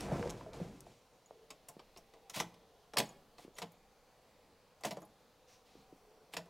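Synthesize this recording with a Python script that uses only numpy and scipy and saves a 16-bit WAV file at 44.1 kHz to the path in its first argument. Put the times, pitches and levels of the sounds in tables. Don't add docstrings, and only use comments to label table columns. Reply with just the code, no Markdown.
import sys
import numpy as np
from scipy import signal
from scipy.io import wavfile
from scipy.ndimage import uniform_filter1d

SR = 44100
rng = np.random.default_rng(int(sys.argv[2]) if len(sys.argv) > 2 else 0)


def dump_mix(stems):
    frames = np.atleast_2d(stems).T
    limited = np.clip(frames, -1, 1)
    pcm = np.round(limited * 32767).astype(np.int16)
    wavfile.write(sys.argv[1], SR, pcm)


def amplitude_ratio(level_db):
    exponent = np.asarray(level_db, float) / 20
    return 10 ** exponent


N = 286209


def evened(x):
    return x / np.sqrt(np.mean(np.abs(x) ** 2) + 1e-20)


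def read(points, hz):
    f, value = np.transpose(points)
    return np.interp(np.log(hz + 1), np.log(f + 1), value)


def add(mix, start_s, sound):
    part = mix[round(start_s * SR):][:len(sound)]
    part += sound[:len(part)]


def coloured(x, points, tilt_db=0):
    hz = np.abs(np.fft.fftfreq(2048, 1 / SR))
    gain_db = read(points, hz) + tilt_db * np.log2((hz + 500) / 4500)
    log_gain = np.log(amplitude_ratio(np.maximum(gain_db, -100)))
    taps = np.fft.ifft(np.exp(np.conj(signal.hilbert(log_gain)))).real
    return signal.oaconvolve(x, taps[:1024])[:len(x)]


def rung(modes, phases, length_s=.4):
    t = np.arange(round(length_s * SR)) / SR
    out = 0
    for (hz, db, t60), phase in zip(modes, phases):
        fade = amplitude_ratio(db - 60 * t / max(t60, .005))
        out = out + fade * np.sin(2 * np.pi * (hz * t + phase))
    return out


def lumpy(points, patchy_db, swell_db, size):
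    frames, hz = 4 * N // size + 5, np.fft.rfftfreq(size, 1 / SR)
    a, b, patches = rng.standard_normal((frames, len(hz), 3)).T
    waver = evened(uniform_filter1d(rng.standard_normal(frames), size=5))
    patches = uniform_filter1d(patches, size=24, axis=0)
    patches = evened(uniform_filter1d(patches, size=36, axis=1))
    gain_db = read(points, hz)[:, None]
    z = (a + 1j * b) * amplitude_ratio(gain_db + patchy_db * patches + swell_db * waver)
    return evened(signal.istft(z, nperseg=size, noverlap=3 * size // 4)[1][:N])


def curve(s, db):
    gain = amplitude_ratio(np.interp(np.arange(N) / SR, s, db, left=-120, right=-120))
    return uniform_filter1d(gain, size=200)


def strokes(rows, rise_s, fade_db_per_s):
    t = np.arange(N) / SR
    out = np.zeros(N)
    for start_s, length_s, db in rows:
        rise = np.clip((t - start_s) / rise_s, 0, 1) ** 2
        past_hold = np.maximum(t - start_s - length_s, 0)
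        out += rise * amplitude_ratio(db - fade_db_per_s * past_hold)
    return out


def grit(per_s, spread_db):
    size = amplitude_ratio(spread_db * np.minimum(rng.exponential(1, N), 4))
    sign = rng.choice([-1., 1.], N)
    return size * sign * (rng.random(N) < per_s / SR)


def fuzzy(hz, width_hz, steady=0):
    r = np.exp(-np.pi * width_hz / SR)
    slow = rng.standard_normal(N) + 1j * rng.standard_normal(N)
    slow = signal.lfilter([1], [1, -2 * r, r * r], slow)
    slow = slow / (np.abs(slow) + 1e-9) ** steady
    carrier = np.exp(2j * np.pi * np.cumsum(hz * np.ones(N)) / SR)
    return evened((slow * carrier).real)


def wander(top_hz):
    t = np.arange(0, N + 256, 256) / SR
    slow = 0
    for hz in np.geomspace(top_hz / 10, top_hz, num=12):
        slow = slow + np.sin(2 * np.pi * (hz * t + rng.random())) / np.sqrt(hz)
    return np.interp(np.arange(N) / SR, t, evened(slow))


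def thinned(x, low_hz=95):
    return signal.sosfilt(signal.butter(3, low_hz, "high", fs=SR, output="sos"), x)


# (pitch_hz, damping_hz, level_db); t60 is 0.5 / damping, at least 5 ms
LOCK_MODES = [(1830, 140, 5), (4460, 200, 4), (5440, 120, 9), (6544, 28, 1.5), (7780, 450, 8)]
# (pitch_hz, level_db_per_hz)
CRACK_SPECTRUM = [(240, -21.5), (400, -2), (1090, -1.5), (1630, -11), (1900, -4.5), (3530, -6.5),
                  (5350, -11.5), (11900, -22.5), (16000, -32)]
# (pitch_hz, level_db, t60_s)
COLUMN_MODES = [(181.2, -16, 0.4), (212.5, -0.5, 0.092), (315, -5, 0.15), (467.4, 1.5, 0.039),
                (627, 3, 0.036), (679, 10.5, 0.029), (850, 4.5, 0.068), (1012, 4, 0.048)]


def clicks(rows, t60_s, rise_s, rattle_db, top_hz):
    rattle_slower = 3
    heavy_db, deepen_per_octave = -52, 0.65
    lowpass = signal.butter(2, min(top_hz, .49 * SR), fs=SR, output="sos")
    out, t = np.zeros(N), np.arange(6000) / SR
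    for start_s, level_db, knock_db, bright_db in rows:
        noise, phases = rng.standard_normal((3, len(t))), rng.random(40)

        clusters = np.abs(evened(uniform_filter1d(noise[2], size=16))) ** .5
        rise = np.minimum(t / rise_s, 1) ** 1.26
        fade = amplitude_ratio(-60 * t / t60_s) + amplitude_ratio(rattle_db - 60 * t / t60_s / rattle_slower)
        chatter = noise[0] * clusters * rise * fade

        lock = [(hz * (.95 + .1 * p), db, .5 / damping)
                for (hz, damping, db), p in zip(LOCK_MODES, phases[20:])]
        metal = signal.oaconvolve(chatter, rung(lock, phases, length_s=.06))[:len(t)]
        crack = coloured(evened(chatter) + .5 * evened(metal), CRACK_SPECTRUM, bright_db)
        crack = signal.sosfilt(lowpass, crack)
        add(out, start_s, amplitude_ratio(level_db) * crack / np.abs(crack).max())

        push = noise[1] * t * amplitude_ratio(-60 * t / 0.057)
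        light_db = min(level_db + knock_db - heavy_db, 0)
        column = []
        for (hz, db, t60), p in zip(COLUMN_MODES, phases):
            hz = hz * (.94 + .12 * p)
            octaves_below = max(np.log2(600 / hz), 0)
            column.append((hz, db + deepen_per_octave * light_db * octaves_below, t60))
        knock = signal.oaconvolve(push, rung(column, 0 * phases))
        add(out, start_s, amplitude_ratio(level_db + knock_db) * knock / np.std(knock[:900]))
    return out


# (start_s, level_db, column_knock_db relative to the click, brightness_db_per_octave)
KEY_CLICKS = [(1.503, -34.5, -21.5, 2), (1.6845, -35.5, -20.5, 8.5), (1.7927, -43, -35, -5),
              (1.9612, -44, -14.5, -3), (1.972, -41.5, -25, 5), (2.136, -49.5, -11.5, -6),
              (2.2964, -35, -27.5, 5.5), (2.3596, -30, -12, 5), (2.3991, -20, -33, 1.5),
              (2.4045, -23.5, -20, -1), (2.5402, -51, -19, 2.5), (2.9342, -36.5, -14.5, -1.2),
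              (2.9688, -15, -23, 2), (2.9817, -14, -20.5, 5), (2.9998, -19, -22.5, 0.5),
              (3.3815, -46, -10.5, -2), (3.5832, -29.5, -24.5, 3), (3.6176, -29.5, -19, 0),
              (3.6235, -40, -9.5, -0.5), (3.718, -48, -26, 21), (4.807, -53, -9, 8),
              (4.8352, -31, -20, 0.5), (4.8464, -28, -12, -0.5), (4.8508, -27, -15.5, 5),
              (4.9079, -31.5, -12, 3.5), (4.9224, -44, -24, 18), (4.9678, -45.5, -5.5, 2.5),
              (5.017, -51, -2.5, 11.5), (6.335, -30, -22.5, 3), (6.3664, -25.5, -20.5, 2.5),
              (6.4557, -59.5, -2.5, 5)]


def key_clicks():
    return clicks(KEY_CLICKS, t60_s=0.033, rise_s=0.00195, rattle_db=-8.5, top_hz=SR)


# (start_s, length_s, level_db)
BLADE_SLIDES = [(2.33, 0.07, -43.5), (3.37, 0.072, -63), (3.555, 0.033, -57.5), (6.315, .02, -58),
                (4.855, 0.014, -45)]


def slide():
    scrape = evened(coloured(grit(per_s=6000, spread_db=1.3), CRACK_SPECTRUM, tilt_db=3.5))
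    return strokes(BLADE_SLIDES, rise_s=0.014, fade_db_per_s=504) * scrape


# (start_s, level_db)
KEY_STOPS = [(2.399, -37.5), (2.99, -31.5), (3.6372, -50), (4.855, -39.5), (6.379, -46)]
# (pitch_hz, level_db, t60_s)
DASH_MODES = [(140, -12.5, 0.13), (170, -4, 0.24), (218.5, -1.5, 0.081)]


def stops():
    shake_t60_s = 0.13
    out, t = np.zeros(N), np.arange(8000) / SR
    for start_s, level_db in KEY_STOPS:
        modes = [(hz * rng.uniform(.96, 1.04), db, t60) for hz, db, t60 in DASH_MODES]
        shake = rng.standard_normal(len(t)) * amplitude_ratio(-60 * t / shake_t60_s)
        ring = signal.oaconvolve(shake, rung(modes, np.zeros(len(DASH_MODES))))
        add(out, start_s, amplitude_ratio(level_db) * ring / np.abs(ring).max())
    return out


# (start_s, level_db, favoured_hz)
RING_TOUCHES = [(1.26, -54.5, 6700), (3.056, -51, 6820), (3.0916, -47, 6760), (3.544, -65, 6800),
                (3.554, -54.5, 6700), (5.0044, -63, 10400), (5.029, -59, 6800), (5.051, -59, 10300)]
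# (pitch_hz, t60_s)
RING_MODES = [(6800, 0.037), (10200, 0.039), (12230, 0.045), (14560, 0.075)]


def tinkles():
    out = np.zeros(N)
    for start_s, level_db, favoured_hz in RING_TOUCHES:
        modes = [(hz, -30 * abs(np.log2(hz / favoured_hz)), t60) for hz, t60 in RING_MODES]
        add(out, start_s, amplitude_ratio(level_db) * rung(modes, np.zeros(len(RING_MODES)), length_s=.2))
    return out


# (start_s, level_db, knock_db relative to the snap, brightness_db_per_octave)
TRIM_SNAPS = [(0.0074, -29.5, -31, 10.5), (0.194, -31, -30, -6), (0.2256, -36, -10, -5),
              (0.2748, -37, -32, -2), (0.2952, -33.5, -21, 4.5), (0.301, -32.5, -27, 8.5),
              (0.307, -35, -28, 8), (0.533, -41, -12.5, -1), (0.8056, -38.5, -46, 12.5)]


def snaps():
    return clicks(TRIM_SNAPS, t60_s=0.0079, rise_s=0.00068, rattle_db=-22, top_hz=9600)


# (start_s, level_db, settled_pitch_hz, t60_s)
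BUMPS_AND_SNAP = [(0.1178, -28, 616, 0.027), (0.1209, -29, 171, 0.059), (0.1977, -30.5, 156, 0.029),
                  (0.2272, -36, 1550, 0.015), (0.2561, -33.5, 535, 0.063), (0.4104, -42, 996, 0.02),
                  (0.463, -41, 640, 0.077), (0.6014, -37, 511, 0.042), (0.6134, -30.5, 170, 0.048),
                  (0.8672, -44.5, 650, 0.018), (1.3087, -40.5, 560, 0.012), (1.7669, -42, 340, 0.01),
                  (2.962, -36, 606, 0.15), (3.4485, -43, 283, 0.021), (3.4794, -43, 315, 0.0082),
                  (4.971, -35.5, 562, 0.038), (5.7535, -47, 327, 0.012), (5.926, -45.5, 290, 0.028)]


def bumps_and_snap():
    out, t = np.zeros(N), np.arange(9000) / SR
    for start_s, level_db, hz, t60_s in BUMPS_AND_SNAP:
        turns = np.cumsum(hz * (1 + 1.43 * np.exp(-t * hz / 0.22))) / SR
        factor = np.r_[1, 2 ** rng.uniform(-.8, 1.1, 3)][:, None]
        weaker_db = np.r_[0, -11 * np.ones(3)][:, None]
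        fade = amplitude_ratio(weaker_db - 60 * t * factor ** 2.3 / max(t60_s, .005))
        tone = (fade * np.sin(2 * np.pi * factor * turns)).sum(0)
        tone = tone * np.minimum(t * hz / 0.63, 1)
        add(out, start_s, amplitude_ratio(level_db) * tone / np.abs(tone).max())
    return out


# (time_s, level_db)
SETTLE_LEVEL = [(0, -42.5), (0.07, -41), (0.15, -35.5), (0.22, -47), (0.29, -43.5), (0.39, -51.5),
                (0.51, -54), (0.6, -47.5), (0.84, -63), (0.93, -59)]
# (pitch_hz, level_db_per_hz)
RUMBLE_SPECTRUM = [(15, -45), (25, -6), (119, -5), (156, -5), (324, -10), (386, -7), (480, -8),
                   (2500, -31.5), (5500, -120)]


def seat_rumble():
    rumble = lumpy(RUMBLE_SPECTRUM, patchy_db=0.5, swell_db=0.5, size=512)
    grains = evened(coloured(grit(per_s=400, spread_db=1.5), RUMBLE_SPECTRUM))
    rumble = evened(rumble + 0.84 * grains)
    return curve(*np.transpose(SETTLE_LEVEL)) * thinned(rumble, low_hz=28)


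# (start_s, length_s, level_db)
CLOTH_DRAGS = [(0.0, 0.031, -53), (0.12, .17, -61), (0.37, 0.018, -72.5), (0.53, 0.026, -61),
               (0.62, 0.15, -73.5), (0.86, 0.065, -71.5)]
# (pitch_hz, level_db_per_hz)
CLOTH_SPECTRUM = [(710, -30), (1200, -21), (2380, -8.5), (6950, -13.5), (11600, -23.5), (16000, -33)]


def cloth_drags():
    cloth = evened(coloured(grit(per_s=11000, spread_db=3.0), CLOTH_SPECTRUM))
    return strokes(CLOTH_DRAGS, rise_s=0.0016, fade_db_per_s=83) * cloth


# (start_s, length_s, level_db, weave_pitch_hz)
SLEEVE_BRUSHES = [(5.463, 0.083, -68, 5800), (5.64, .18, -72.5, 3920)]
# (pitch_hz, level_db_per_hz)
SLEEVE_SPECTRUM = [(1180, -10), (2000, -0.5), (5440, -2), (9020, -10.5), (14000, -15)]


def sleeve_brushes():
    sleeve = evened(coloured(grit(per_s=8000, spread_db=1.0), SLEEVE_SPECTRUM))
    out = np.zeros(N)
    for start_s, length_s, level_db, weave_hz in SLEEVE_BRUSHES:
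        gain = strokes([(start_s, length_s, level_db)], rise_s=0.023, fade_db_per_s=204)
        out += gain * (sleeve + amplitude_ratio(-3) * fuzzy(weave_hz, width_hz=1300))
    return out


# (start_s, length_s, level_db, start_pitch_hz, end_pitch_hz)
LOAD_GROANS = [(0.027, 0.04, -48, 121.3, 170), (0.2, 0.067, -42.5, 459.8, 506.3),
               (0.633, 0.12, -55, 147.9, 265), (1.306, 0.13, -65.5, 440.4, 438),
               (5.756, .035, -61.5, 315, 196)]


def groans():
    out, t = np.zeros(N), np.arange(N) / SR
    for start_s, length_s, level_db, from_hz, to_hz in LOAD_GROANS:
        gain = strokes([(start_s, length_s, level_db)], rise_s=0.011, fade_db_per_s=505)
        glide_hz = np.interp(t, [start_s, start_s + length_s], [from_hz, to_hz])
        out += gain * fuzzy(glide_hz, width_hz=52, steady=.6)
    return out


# (pitch_hz, t60_s)
CABIN_DECAY = [(150, 0.27), (600, 0.14), (2500, 0.1), (7000, 0.07), (14000, 0.087)]


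def cabin(x):
    taps = np.zeros((2, SR // 2))
    at = np.arange(100, SR // 2 - 20, 20)
    at = at + rng.integers(0, 20, (2, len(at)))
    np.put_along_axis(taps, at, rng.choice([-1., 1.], at.shape), axis=1)
    hz, t, z = signal.stft(taps, SR, nperseg=128)
    fall_db = -60 * t / np.maximum(read(CABIN_DECAY, hz), .02)[:, None]
    fade = amplitude_ratio(fall_db) + amplitude_ratio(-11.5 + fall_db / 4.8)
    tail = signal.istft(z * fade, SR, nperseg=128)[1]
    mid, side = signal.fftconvolve(x[None], tail / np.linalg.norm(tail[0]), axes=1)[:, :N]
    side = amplitude_ratio(-12.0) * coloured(side, [(300, -40.0), (3000, -10.0), (12000, 2.5)])
    return np.array([mid + side, mid - side])


# (pitch_hz, level_db_per_hz)
FLOOR_SPECTRUM = [(18, -57), (30, 7.5), (64, -6.5), (194, -4), (374, -7.5), (499, 0), (666, -4),
                  (1040, -7.5), (1590, -15), (4780, -18), (8080, -25.5), (16000, -29.5)]
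# (pitch_hz, level_db)
FLOOR_SPREAD = [(60, -4.5), (180, -17.5), (550, -27), (1650, -16.5), (4970, -9.5), (15000, -1)]


def floor():
    mid = lumpy(FLOOR_SPECTRUM, patchy_db=1.3, swell_db=0.4, size=2048)
    hz = np.array(FLOOR_SPECTRUM)[:, 0]
    side_spectrum = np.c_[hz, read(FLOOR_SPECTRUM, hz) + read(FLOOR_SPREAD, hz)]
    side = coloured(rng.standard_normal(N), side_spectrum)
    side = side / np.std(coloured(rng.standard_normal(N), FLOOR_SPECTRUM))
    return amplitude_ratio(-68) * np.array([mid + side, mid - side])


# (centre_pitch_hz, pole_width_hz, centre_level_db)
CABIN_NOTES = [(467, 60, -77.5), (762, 59, -79.5)]


def hum():
    out = np.zeros(N)
    for hz, width_hz, level_db in CABIN_NOTES:
        gain = amplitude_ratio(level_db + 3.0 * wander(top_hz=2.7))
        out += gain * fuzzy(hz * (1 + .04 * wander(top_hz=2.5)), width_hz)
    return out


# (pitch_hz, level_db_per_hz)
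PUFF_SPECTRUM = [(8, -2), (25, 3), (50, -7), (100, -37.5)]


def puffs():
    gain = amplitude_ratio(-84.5 + 7 * wander(top_hz=2.9))
    return gain * lumpy(PUFF_SPECTRUM, patchy_db=-2.5, swell_db=1, size=4096)


def scene():
    near = thinned(snaps() + key_clicks() + slide())
    near = near + tinkles() + seat_rumble() + cloth_drags() + sleeve_brushes()
    felt = thinned(bumps_and_snap() + stops() + groans())
    direct = amplitude_ratio(-2.0) * near + felt
    tail = amplitude_ratio(-13.0) * cabin(near + amplitude_ratio(-0.5) * felt)
    return direct + tail + floor() + hum() + puffs()


def roll_off(x):
    return signal.sosfilt(signal.butter(12, 16650, fs=SR, output="sos"), x)


def record(dry):
    edge = signal.firwin(301, 16050, window=("kaiser", 8), fs=SR)
    mix = signal.oaconvolve(dry, edge[None], "same")
    return roll_off(mix)


dry = scene()
out = record(dry)
dump_mix(out)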